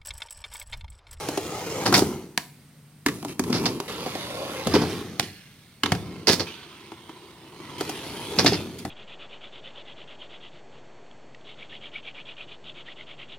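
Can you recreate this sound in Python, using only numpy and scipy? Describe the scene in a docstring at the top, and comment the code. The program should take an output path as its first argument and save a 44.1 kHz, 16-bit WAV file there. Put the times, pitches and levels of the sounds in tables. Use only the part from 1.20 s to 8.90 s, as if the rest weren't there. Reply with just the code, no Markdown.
"""A skateboard rolls back and forth between two steel quarter pipes in an open park, close by.
Surface roughness drives the hard wheels into a roar and the hollow ramps into a resonant boom.
Impacts excite the modes of ground, deck and trucks as the board clacks over joints, pops off the
coping and slaps down; loose steel lip plates chatter, and gritty hisses fade away.
The impacts scatter into a thin reverberant tail, over distant traffic, leaves and insects."""
import sys
import numpy as np
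from scipy import signal
from scipy.fft import rfft, irfft, next_fast_len
from scipy.io import wavfile
from scipy.ndimage import uniform_filter1d, map_coordinates

SR = 44100
rng = np.random.default_rng(int(sys.argv[2]) if len(sys.argv) > 2 else 0)


def unload_audio(sound):
    """Save the sound as a 16-bit wav file, at the path given as the first command line argument."""
    columns = np.transpose(np.atleast_2d(sound))
    # keep every value between -1 and 1, then stretch to whole-number steps
    steps = np.round(np.clip(columns, -1, 1) * 32767)
    wavfile.write(sys.argv[1], SR, steps.astype(np.int16))


N = 339504


def amp(db):
    """Decibels to amplitude ratio."""
    return 10 ** (np.asarray(db) / 20)

def unit(x):
    """Normalisation to rms 1."""
    return x / np.sqrt(np.mean(x ** 2) + 1e-20)

def along(points, hz):
    """Interpolation of (frequency, value) points on a logarithmic axis."""
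    frequencies, values = np.transpose(points)
    return np.interp(np.log(hz + 1), np.log(frequencies + 1), values)

def curve(points):
    """Linear interpolation of (time, value) points at every sample."""
    return np.interp(np.arange(N) / SR, *np.transpose(points))

def held(starts, values):
    """A step function: each value holds from its start, with a brief cross-fade."""
    index = np.maximum(np.searchsorted(starts, np.arange(N) / SR, side="right") - 1, 0)
    return uniform_filter1d(np.asarray(values, float)[index], size=SR // 50)

def wobble(rate_hz):
    """Smooth random modulation: a spline through Gaussian knots."""
    knots = rng.standard_normal(int(N * rate_hz / SR) + 4)
    return map_coordinates(knots, [np.arange(N) * rate_hz / SR])

def add(track, start_s, sound):
    """Superposition of a sound on the track."""
    part = track[:, max(round(start_s * SR), 0):][:, :sound.shape[1]]
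    part += sound[:, :part.shape[1]]

def panned(x, pan_db):
    """Constant-power panning, positive to the left."""
    gains = amp(np.array([pan_db, -pan_db]).reshape(2, -1) / 2)
    return x * gains / np.sqrt(np.mean(gains ** 2, axis=0))

def filtered(x, response):
    """Linear filtering: the spectrum times a frequency response."""
    n = x.shape[-1]
    padded = next_fast_len(n + 4096, real=True)
    return irfft(rfft(x, padded) * response(np.fft.rfftfreq(padded, 1 / SR)), padded)[..., :n]

def colour(points):
    """A band-pass response that follows a spectrum and falls steeply beyond its ends."""
    low_hz, high_hz = points[0][0], points[-1][0]
    return lambda f: (amp(along(points, f)) * np.minimum(f / low_hz, 1) ** 2
                      / np.sqrt(1 + (f / high_hz) ** 8))

def minimum_phase(gain):
    """Causality: folding the cepstrum gives a response that rings only after the blow."""
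    cepstrum = irfft(np.log(gain + 1e-6))
    cepstrum[1:len(gain) - 1] *= 2
    cepstrum[len(gain):] = 0
    return np.exp(rfft(cepstrum))

def body(modes):
    """Modal resonance: damped modes add in power, and little radiates outside their range."""
    def response(f):
        power = sum((amp(db) * f * width) ** 2 / ((hz * hz - f * f) ** 2 + (f * width) ** 2)
                    for hz, width, db in modes)
        skirts = (1 + (modes[0][0] * .6 / (f + 1)) ** 4) * (1 + (f / (modes[-1][0] * 1.2)) ** 8)
        return minimum_phase(np.sqrt(power / skirts))
    return response

# Likeness of left and right: frequency_hz, coherence_ratio
COHERENCE = [(30, .5), (80, .9), (170, .98), (350, .985), (700, .93), (1400, .78), (3000, .62), (6000, .35),
             (12000, .15)]
def radiate(force, response):
    """Partial coherence: two filtered forces give a stereo pair, less alike in the treble."""
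    def spread(f):
        angle = np.arccos(np.clip(along(COHERENCE, f), -1, 1)) / 2
        return response(f) * np.array([np.cos(angle), np.sin(angle)])
    mid, side = filtered(force, spread)
    return np.array([mid + side, mid - side])


# Modes of the concrete and the two ramps: pitch_hz, width_hz, level_db
SLAB = [(102, 48, -6), (169, 150, -2), (316, 66, -1), (404, 35, -4.5)]
PALE_RAMP = [(125, 130, -2), (168.4, 20.5, -6), (196, 31, 1.5), (248, 12, 3), (288.4, 20, 1),
             (337, 24, -1.5), (360.4, 12, 4), (411, 43, -3)]
RUSTY_RAMP = [(64, 20, -22), (93, 6.8, 4), (132, 34, -4), (177.4, 27, 1.5), (233, 26, -2.5),
              (295, 24, -0.5), (360, 66, -3.5), (432, 31, -4.5)]
# Surface under the wheels: start_s, boom_over_roar_db, wheel_resonance_ratio, modes
SURFACES = [(0, -3, 0.64, SLAB), (.66, 8, 0.47, PALE_RAMP), (2.6, -1, 0.92, SLAB),
            (3.46, 8, 0.53, RUSTY_RAMP), (5.25, -1.5, 1.31, SLAB), (6.401, 1.5, 1.03, SLAB),
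            (7.18, 11, .8, RUSTY_RAMP)]
def ground_boom(force):
    """Forced vibration: each surface in turn booms in its own modes."""
    track, fade = np.zeros((2, N)), SR // 50
    edges = [round(start_s * SR) for start_s, *_ in SURFACES] + [N]
    for start, end, (*_, modes) in zip(edges, edges[1:], SURFACES):
        boom = unit(radiate(force[:, start:end + fade], body(modes)))
        window = signal.windows.tukey(boom.shape[1], 2 * fade / boom.shape[1])
        add(track, start / SR, boom * np.sqrt(np.abs(window)))
    return track

# Wheel hum, rising with speed: time_s, pitch_hz
WHEEL_HUM = [(0, 385), (.35, 440), (.6, 514), (1.1, 350), (2.65, 442), (3.05, 560), (3.4, 524), (4, 370),
             (6.5, 343), (7.15, 430), (7.7, 380)]
# Stretches of rolling contact: start_s, end_s, grit_over_roar_db, hiss_over_roar_db,
# whirr_hz, bearing_hz, sand_hz, treble_pan_db, plate_pan_db
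RIDES = [(0, 1.182, -5.5, -8, 860, 2100, 6900, 2.5, 4.5),
         (1.857, 2.676, -5.5, -7.5, 930, 2500, 11200, 2, 3),
         (2.678, 3.997, 1, -8, 1080, 3480, 11300, 0, -6),
         (4.634, 6.578, -1.5, -14, 1000, 3200, 9000, -1.5, -1),
         (6.581, 7.702, 1.1, -6, 930, 3270, 10500, 2.2, 3)]
def wheel_force(hum_db=12, whirr_db=8, bearing_db=4, sand_db=6, width_octaves=0.15, patchy_db=3):
    """Friction noise with four resonance peaks, whose height depends on the surface."""
    hz, t, spectrum = signal.stft(rng.standard_normal((2, N)), SR, nperseg=1024)
    frames = np.minimum((t * SR).astype(int), N - 1)
    ride_starts, _, _, _, whirr, bearing, sand, _, _ = zip(*RIDES)
    pitches = [curve(WHEEL_HUM)] + [held(ride_starts, pitch) for pitch in (whirr, bearing, sand)]
    surface_starts, _, strengths, _ = zip(*SURFACES)
    clarity = held(surface_starts, strengths)[frames]
    patches = uniform_filter1d(rng.standard_normal(spectrum.shape[1:]), size=3, axis=0)
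    gain_db = patchy_db * unit(uniform_filter1d(patches, size=10, axis=1))
    for pitch, peak_db in zip(pitches, (hum_db, whirr_db, bearing_db, sand_db)):
        octaves = np.log2(hz + 1)[:, None] - np.log2(pitch[frames])
        gain_db += peak_db * clarity / (1 + (octaves / width_octaves) ** 2)
    return signal.istft(spectrum * amp(gain_db), SR, nperseg=1024)[1][:, :N]

# Roar envelope, following speed and nearness, one list per ride: time_s, level_db
ROLL_LEVELS = [
    [(0, -35), (.25, -34.5), (.42, -33.5), (.75, -30), (.87, -34), (1.0, -44), (1.17, -61)],
    [(1.87, -47), (2.0, -51.5), (2.1, -41.5), (2.17, -53.5), (2.28, -38), (2.46, -31.5), (2.6, -43.5),
     (2.68, -42.5)],
    [(2.68, -37), (3.05, -37.5), (3.45, -37.5), (3.56, -31.5), (3.75, -38), (3.99, -49.5)],
    [(4.65, -38.5), (4.8, -44), (5.05, -48.5), (5.2, -40.5), (5.35, -53.5), (6.25, -52), (6.58, -41.5)],
    [(6.58, -40), (6.9, -41), (7.15, -38), (7.27, -32.5), (7.46, -45), (7.7, -53.5)],
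]
# Spectra of rolling noise: frequency_hz, density_db
ROAR_SPECTRUM = [(200, -42), (340, 0), (450, 1), (600, -2), (760, -1), (1050, -4), (1350, -5), (1800, -34)]
GRIT_SPECTRUM = [(1000, -14.5), (1500, -2), (2150, 4), (3200, 1), (4200, -2.5), (5400, -10.5),
                 (6500, -12.5), (8500, -52)]
HISS_SPECTRUM = [(4800, -4.5), (6600, -3.5), (7800, -4.5), (9200, -3), (11000, -5), (12800, -7),
                 (16000, -8.5)]
def rolling(bump_db=0.42, grain_db=2):
    """Roughness excitation: one uneven surface shakes ground, wheels and bearings together."""
    t = np.arange(N) / SR
    roar, grit, hiss = np.zeros((3, N))  # amplitude envelopes
    for (start_s, end_s, grit_db, hiss_db, *_), levels in zip(RIDES, ROLL_LEVELS):
        gain = amp(curve(levels)) * ((t >= start_s) & (t < end_s))
        roar += gain
        grit += amp(grit_db) * gain
        hiss += amp(hiss_db) * gain
    grit, hiss = fading_hisses(grit, hiss)
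    surface_starts, boom_db, _, _ = zip(*SURFACES)
    boom = ramp_ring(roar * amp(held(surface_starts, boom_db)))
    boom, roar, grit, hiss = uniform_filter1d(np.array([boom, roar, grit, hiss]), size=SR // 200)
    roughness = amp(bump_db * wobble(45) + grain_db * wobble(900))
    force = roughness * wheel_force()
    bass = amp(-2.2) * boom * ground_boom(roughness * rng.standard_normal((2, N)))
    bass += amp(-2.16) * roar * unit(radiate(force, colour(ROAR_SPECTRUM)))
    treble = amp(-4) * grit * unit(radiate(force, colour(GRIT_SPECTRUM)))
    treble += amp(-0.5) * hiss * unit(radiate(force, colour(HISS_SPECTRUM)))
    ride_starts, *_, pan_db, _ = zip(*RIDES)
    return bass + panned(treble, held(ride_starts, pan_db))

# Distant traffic and leaves: frequency_hz, density_db
PARK_SPECTRUM = [(25, -25), (60, -14.5), (110, -7.5), (230, -7.5), (330, -17), (600, -23), (1500, -25.5),
                 (3500, -30), (7200, -35), (11000, -32.5), (16000, -31)]
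# Insect band: pitch_hz, width_hz, level_db
INSECT_BAND = [(8700, 480, 0)]
def park(drone_hz=147, drone_width_hz=7.9):
    """Ambient noise: broadband traffic and leaves, with a narrowband drone and insects."""
    air = unit(radiate(rng.standard_normal((2, N)), colour(PARK_SPECTRUM)))
    drone = unit(filtered(rng.standard_normal(N), body([(drone_hz, drone_width_hz, 0)])))
    insects = unit(filtered(rng.standard_normal((2, N)), body(INSECT_BAND)))
    drone_db = curve([(2, -54), (4, -61)])  # fades as the microphones turn away
    return amp(-55.5 + 0.43 * wobble(3)) * air + amp(drone_db) * drone + amp(-67.5) * insects


def ground_modes(time_s):
    """The modes of the surface under the board at this time."""
    return [modes for start_s, _, _, modes in SURFACES if start_s <= time_s][-1]

def ride_pans(time_s):
    """Left-right level differences in dB of the board's treble and the lip plate."""
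    return [ride[-2:] for ride in RIDES if ride[0] <= time_s + .01][-1]

def struck_body(modes, centre_hz, db_per_octave):
    """Selective excitation: the point of contact feeds modes near centre_hz and starves the rest."""
    return body([(hz, width, db - db_per_octave * abs(np.log2(hz / centre_hz)))
                 for hz, width, db in modes])

def strike(envelope, response, rms_span_s, push):
    """Impact excitation: an impulse and rough contact ring a body, at rms 1 over the opening span."""
    force = unit(envelope) * rng.standard_normal((2, len(envelope)))
    force[0, np.argmax(envelope)] += push * np.sqrt(len(envelope))
    ring = radiate(force, response)
    opening = ring[:, :max(int(rms_span_s * SR), 64)]
    return ring / np.sqrt(np.mean(opening ** 2) + 1e-20)

# Modes of the maple deck and metal trucks: pitch_hz, width_hz, level_db
DECK_MODES = [(533, 280, 1.5), (725, 66, 0.5), (782, 42, 2.5), (942, 157, -0.5), (1120, 65, -7.5),
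              (1310, 390, -5)]
TRUCK_MODES = [(1780, 460, 1.5), (2160, 710, -4), (3020, 840, -4), (3900, 540, -12), (5480, 530, -2),
               (6200, 700, -16)]
# Contact tick: frequency_hz, density_db
TICK_SPECTRUM = [(4500, 4), (6500, 4), (8000, 0.5), (10500, 1), (13000, -5), (16000, -4)]
def blow(start_s, thud_db, knock_db, crack_db, tick_db, t60_s, thud_hz, knock_hz, crack_hz):
    """Transient response: one contact thuds in the ground, knocks the deck and cracks in the trucks."""
    t = np.arange(SR // 7) / SR
    contact = (1 - np.exp(-t / .0005)) * amp(-60 * t / max(t60_s, .005))
    ground = struck_body(ground_modes(start_s), thud_hz, db_per_octave=18)
    deck = struck_body(DECK_MODES, knock_hz, db_per_octave=26.5)
    trucks = struck_body(TRUCK_MODES, crack_hz, db_per_octave=15.5)
    thud = amp(thud_db) * strike(contact, ground, rms_span_s=0.021, push=0.74)
    knock = amp(knock_db) * strike(contact, deck, rms_span_s=0.0082, push=0.45)
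    crack = amp(crack_db) * strike(contact, trucks, rms_span_s=0.0079, push=0.48)
    tick = amp(tick_db) * strike(contact, colour(TICK_SPECTRUM), rms_span_s=0.028, push=0.51)
    return thud + knock + panned(crack + tick, ride_pans(start_s)[0])

# Joints in the concrete: start_s, axle_gap_s, first_knock_db, second_knock_db, tick_db, knock_hz
JOINT_HITS = [(0.086, .088, -28.5, -25.5, -36.5, 670), (2.861, .09, -30, -31, -48, 674),
              (5.718, .175, -39, -40, -60, 950), (6.608, .086, -28, -31, -37, 596)]
def joints():
    """Paired impacts: the front axle and then the rear clack over the same joint."""
    track = np.zeros((2, N))
    for start_s, gap_s, first_db, second_db, tick_db, knock_hz in JOINT_HITS:
        for at_s, db in ((start_s, first_db), (start_s + gap_s, second_db)):
            clack = blow(at_s, thud_db=db - 2, knock_db=db, crack_db=db - 9, tick_db=tick_db,
                         t60_s=.045, thud_hz=345, knock_hz=knock_hz, crack_hz=2800)
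            add(track, at_s, clack)
    return track

# Modes of a steel lip plate: pitch_hz, width_hz, level_db
PLATE_MODES = [(1940, 1100, -1.5), (2630, 640, -6.5), (3630, 380, -0.5), (4240, 290, 1.5), (4660, 310, 3),
               (5200, 340, 4.5), (5750, 280, -0.5)]
# Axles crossing a plate: start_s, length_s, thud_db, knock_db, clash_db, tick_db, thud_hz
PLATE_CROSSINGS = [(0.656, 0.024, -21.5, -23.5, -23.5, -32, 260),
                   (0.739, 0.018, -33, -22.5, -13.5, -22.5, 300),
                   (0.764, 0.029, -17.5, -25, -31, -23.5, 330), (2.324, 0.054, -22.5, -33.5, -29, -41, 188),
                   (2.455, 0.0067, -39, -31.5, -22.5, -35, 263), (3.537, .024, -11, -25, -29, -39, 367),
                   (3.612, .02, -18, -30.5, -38.5, -44, 240), (5.07, 0.038, -13.5, -25, -18, -27, 407),
                   (5.117, 0.023, -22, -32, -24, -27, 199), (5.196, 0.011, -25, -32.5, -26, -41, 365),
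                   (7.185, 0.012, -19, -23.5, -15.5, -31, 378),
                   (7.26, 0.011, -19, -24.5, -13.5, -30.5, 323), (7.33, 0.0172, -27, -39, -27, -53, 290)]
def lip_plates(chatter_db=3, chatter_hz=900, sag_db=3, attack_s=0.0013, t60_s=0.096):
    """Contact chatter: an axle slams the loose sheet, which rattles on the concrete and settles."""
    track, t = np.zeros((2, N)), np.arange(SR // 5) / SR
    for start_s, length_s, thud_db, knock_db, clash_db, tick_db, thud_hz in PLATE_CROSSINGS:
        decay_db = sag_db * np.minimum(t / length_s, 1) + 60 * np.maximum(t - length_s, 0) / t60_s
        load = (1 - np.exp(-t / attack_s)) * amp(-decay_db)
        chatter = load * amp(chatter_db * map_coordinates(rng.standard_normal(256), [t * chatter_hz]))
        ground = struck_body(ground_modes(start_s), thud_hz, db_per_octave=10.5)
        thud = amp(thud_db - 6.5) * strike(chatter, ground, length_s + 0.004, push=0.41)
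        knock = amp(knock_db) * strike(chatter, body(DECK_MODES), length_s, push=0.15)
        clash = amp(clash_db) * strike(chatter, body(PLATE_MODES), length_s, push=0.36)
        tick = amp(tick_db) * strike(chatter, colour(TICK_SPECTRUM), length_s, push=.1)
        add(track, start_s, thud + knock + panned(clash, ride_pans(start_s)[1]) + tick)
    return track

# Seams on and near the ramps: start_s, thud_db, knock_db, crack_db, thud_hz, knock_hz
SEAM_HITS = [(0.725, -21.5, -18.5, -35, 355, 1130), (0.82, -17.5, -28.5, -43, 350, 480),
             (2.027, -38, -38, -46, 270, 785), (2.048, -32.5, -32, -43.5, 303, 870),
             (2.301, -24.5, -34, -54, 272, 543), (2.601, -35, -28.5, -35.5, 420, 533),
             (3.47, -25.5, -23.5, -32.5, 139, 520), (3.552, -19, -27, -23.5, 355, 500),
             (7.245, -19.5, -23, -39, 320, 730), (7.321, -24, -30, -37, 293, 820)]
def seams(doubling_db=14.5):
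    """Impact decay: wheels thump over seams, and a heavier thump shakes for longer."""
    track = np.zeros((2, N))
    for start_s, thud_db, knock_db, crack_db, thud_hz, knock_hz in SEAM_HITS:
        t60_s = 0.047 * 2 ** ((thud_db + 25) / doubling_db)
        thump = blow(start_s, thud_db, knock_db, crack_db, tick_db=knock_db - 11.5,
                     t60_s=t60_s, thud_hz=thud_hz, knock_hz=knock_hz, crack_hz=2800)
        add(track, start_s, thump)
    return track

# Pops off the coping and landings: start_s, thud_db, knock_db, crack_db, ring_db, tick_db,
# t60_s, thud_hz, knock_hz, crack_hz, rebound_s, rebound_db
BOARD_SLAPS = [(1.176, -36.5, -27, -21.5, -44, -29, .012, 201, 890, 2100, 0.0064, -13.5),
               (1.862, -22, -24, -20, -25, -30, 0.048, 285, 1170, 1900, .022, -8),
               (2.194, -24.5, -29, -30.5, -24.5, -31.5, 0.0327, 270, 1060, 1990, .044, -11),
               (3.996, -31, -26, -19.5, -29, -29, .016, 129, 766, 2550, 0.0097, -14),
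               (4.634, -30.5, -23, -18.5, -34, -35, .028, 250, 1080, 2730, .025, -5.5),
               (4.719, -19, -20.5, -21.5, -26, -31.5, 0.037, 141, 744, 2120, 0.031, -15.5),
               (7.65, -31.5, -30.5, -39, -33, -45, .055, 276, 780, 1700, .02, -18)]
def slaps():
    """Inelastic collision: the board strikes the ramp and rebounds once, more weakly."""
    track = np.zeros((2, N))
    for start_s, thud_db, knock_db, crack_db, _, *timbre, rebound_s, rebound_db in BOARD_SLAPS:
        for at_s, db in ((start_s, 0), (start_s + rebound_s, rebound_db)):
            add(track, at_s, amp(db) * blow(at_s, thud_db, knock_db, crack_db, *timbre))
    return track

def ramp_ring(boom, t60_s=0.38):
    """Free decay: the hollow ramp rings after each slap, adding power to the boom envelope."""
    t = np.arange(N) / SR
    for start_s, _, _, _, ring_db, *_ in BOARD_SLAPS:
        ring = (t >= start_s) * amp(ring_db - 60 * np.abs(t - start_s) / t60_s)
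        boom = np.hypot(boom, ring)
    return boom

# Fading gritty hisses (the pop's echo, wheels spinning on, a brief scuff):
# start_s, end_s, grit_db, hiss_db, half_amplitude_s
HISS_TAILS = [(1.19, 1.86, -51, -58, 0.088), (1.87, 2.152, -48, -45.5, 0.11), (2.082, 2.134, -38, -44, .06),
              (4.026, 4.64, -32, -44.5, 0.03), (5.269, 6.295, -37.5, -59, 0.11),
              (7.586, 7.7, -37, -39, 0.0079)]
def fading_hisses(grit, hiss):
    """Hyperbolic decay: each fading tail adds its power to the grit and hiss envelopes."""
    t = np.arange(N) / SR
    for start_s, end_s, grit_db, hiss_db, half_s in HISS_TAILS:
        tail = ((t >= start_s) & (t < end_s)) / (1 + np.abs(t - start_s) / half_s)
        grit = np.hypot(grit, amp(grit_db) * tail)
        hiss = np.hypot(hiss, amp(hiss_db) * tail)
    return grit, hiss


# The board's direction, as a delay between the microphones: time_s, left_lag_ms
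ARRIVAL_LAG = [(0, -0.022), (.7, -0.07), (1.2, -0.0088), (1.9, 0.08), (2.8, 0.08), (3.2, 0.12),
               (3.6, 0.039), (4, -0.046), (7.7, -0.033)]
def arrival(x):
    """Path difference: sound reaches the nearer microphone first."""
    half_lag = curve(ARRIVAL_LAG) / 1000 * SR / 2
    return np.array([map_coordinates(side, [np.arange(N) + shift])
                     for side, shift in zip(x, (-half_lag, half_lag))])

# Reverberation time of the park: frequency_hz, t60_s
DECAY_TIMES = [(150, 0.96), (400, 0.5), (1500, 0.28), (6000, .3), (14000, 0.62)]
def reverberation(x, onset_s=0.012):
    """Diffuse scattering: ramps, fences and trees return a thin, exponentially decaying tail."""
    hz, t, spectrum = signal.stft(rng.standard_normal((2, SR // 2)), SR, nperseg=256)
    decay = amp(-60 * t / along(DECAY_TIMES, hz)[:, None])
    tail = signal.istft(spectrum * decay, SR, nperseg=256)[1]
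    onset = np.minimum(np.arange(tail.shape[1]) / SR / onset_s, 1)
    tail = radiate(tail * onset, np.ones_like)
    return signal.fftconvolve(x, tail / np.linalg.norm(tail[0]), axes=1)[:, :N]

def scene():
    """Superposition of the board's direct sound, the reverberation of its impacts and the park."""
    impacts = joints() + seams() + slaps() + lip_plates()
    return arrival(rolling() + impacts) + amp(-11) * reverberation(impacts) + park()

# Shading by the microphones' housing: frequency_hz, left_over_right_db
SHADING = [(60, 0.5), (250, 0.65), (700, 0.3), (1300, 2), (2300, 1), (4400, -10.5), (8000, -3.5),
           (15000, 1.5)]
def record(dry, top_hz=16000):
    """Acoustic shadowing tilts left against right; peaks are rounded and the band is limited."""
    shaded = filtered(dry, lambda f: amp(np.array([along(SHADING, f), -along(SHADING, f)]) / 2))
    rounded = shaded / (1 + np.abs(shaded) ** 6) ** (1 / 6)
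    return filtered(rounded, lambda f: f < top_hz)


dry = scene()
out = record(dry)
unload_audio(out)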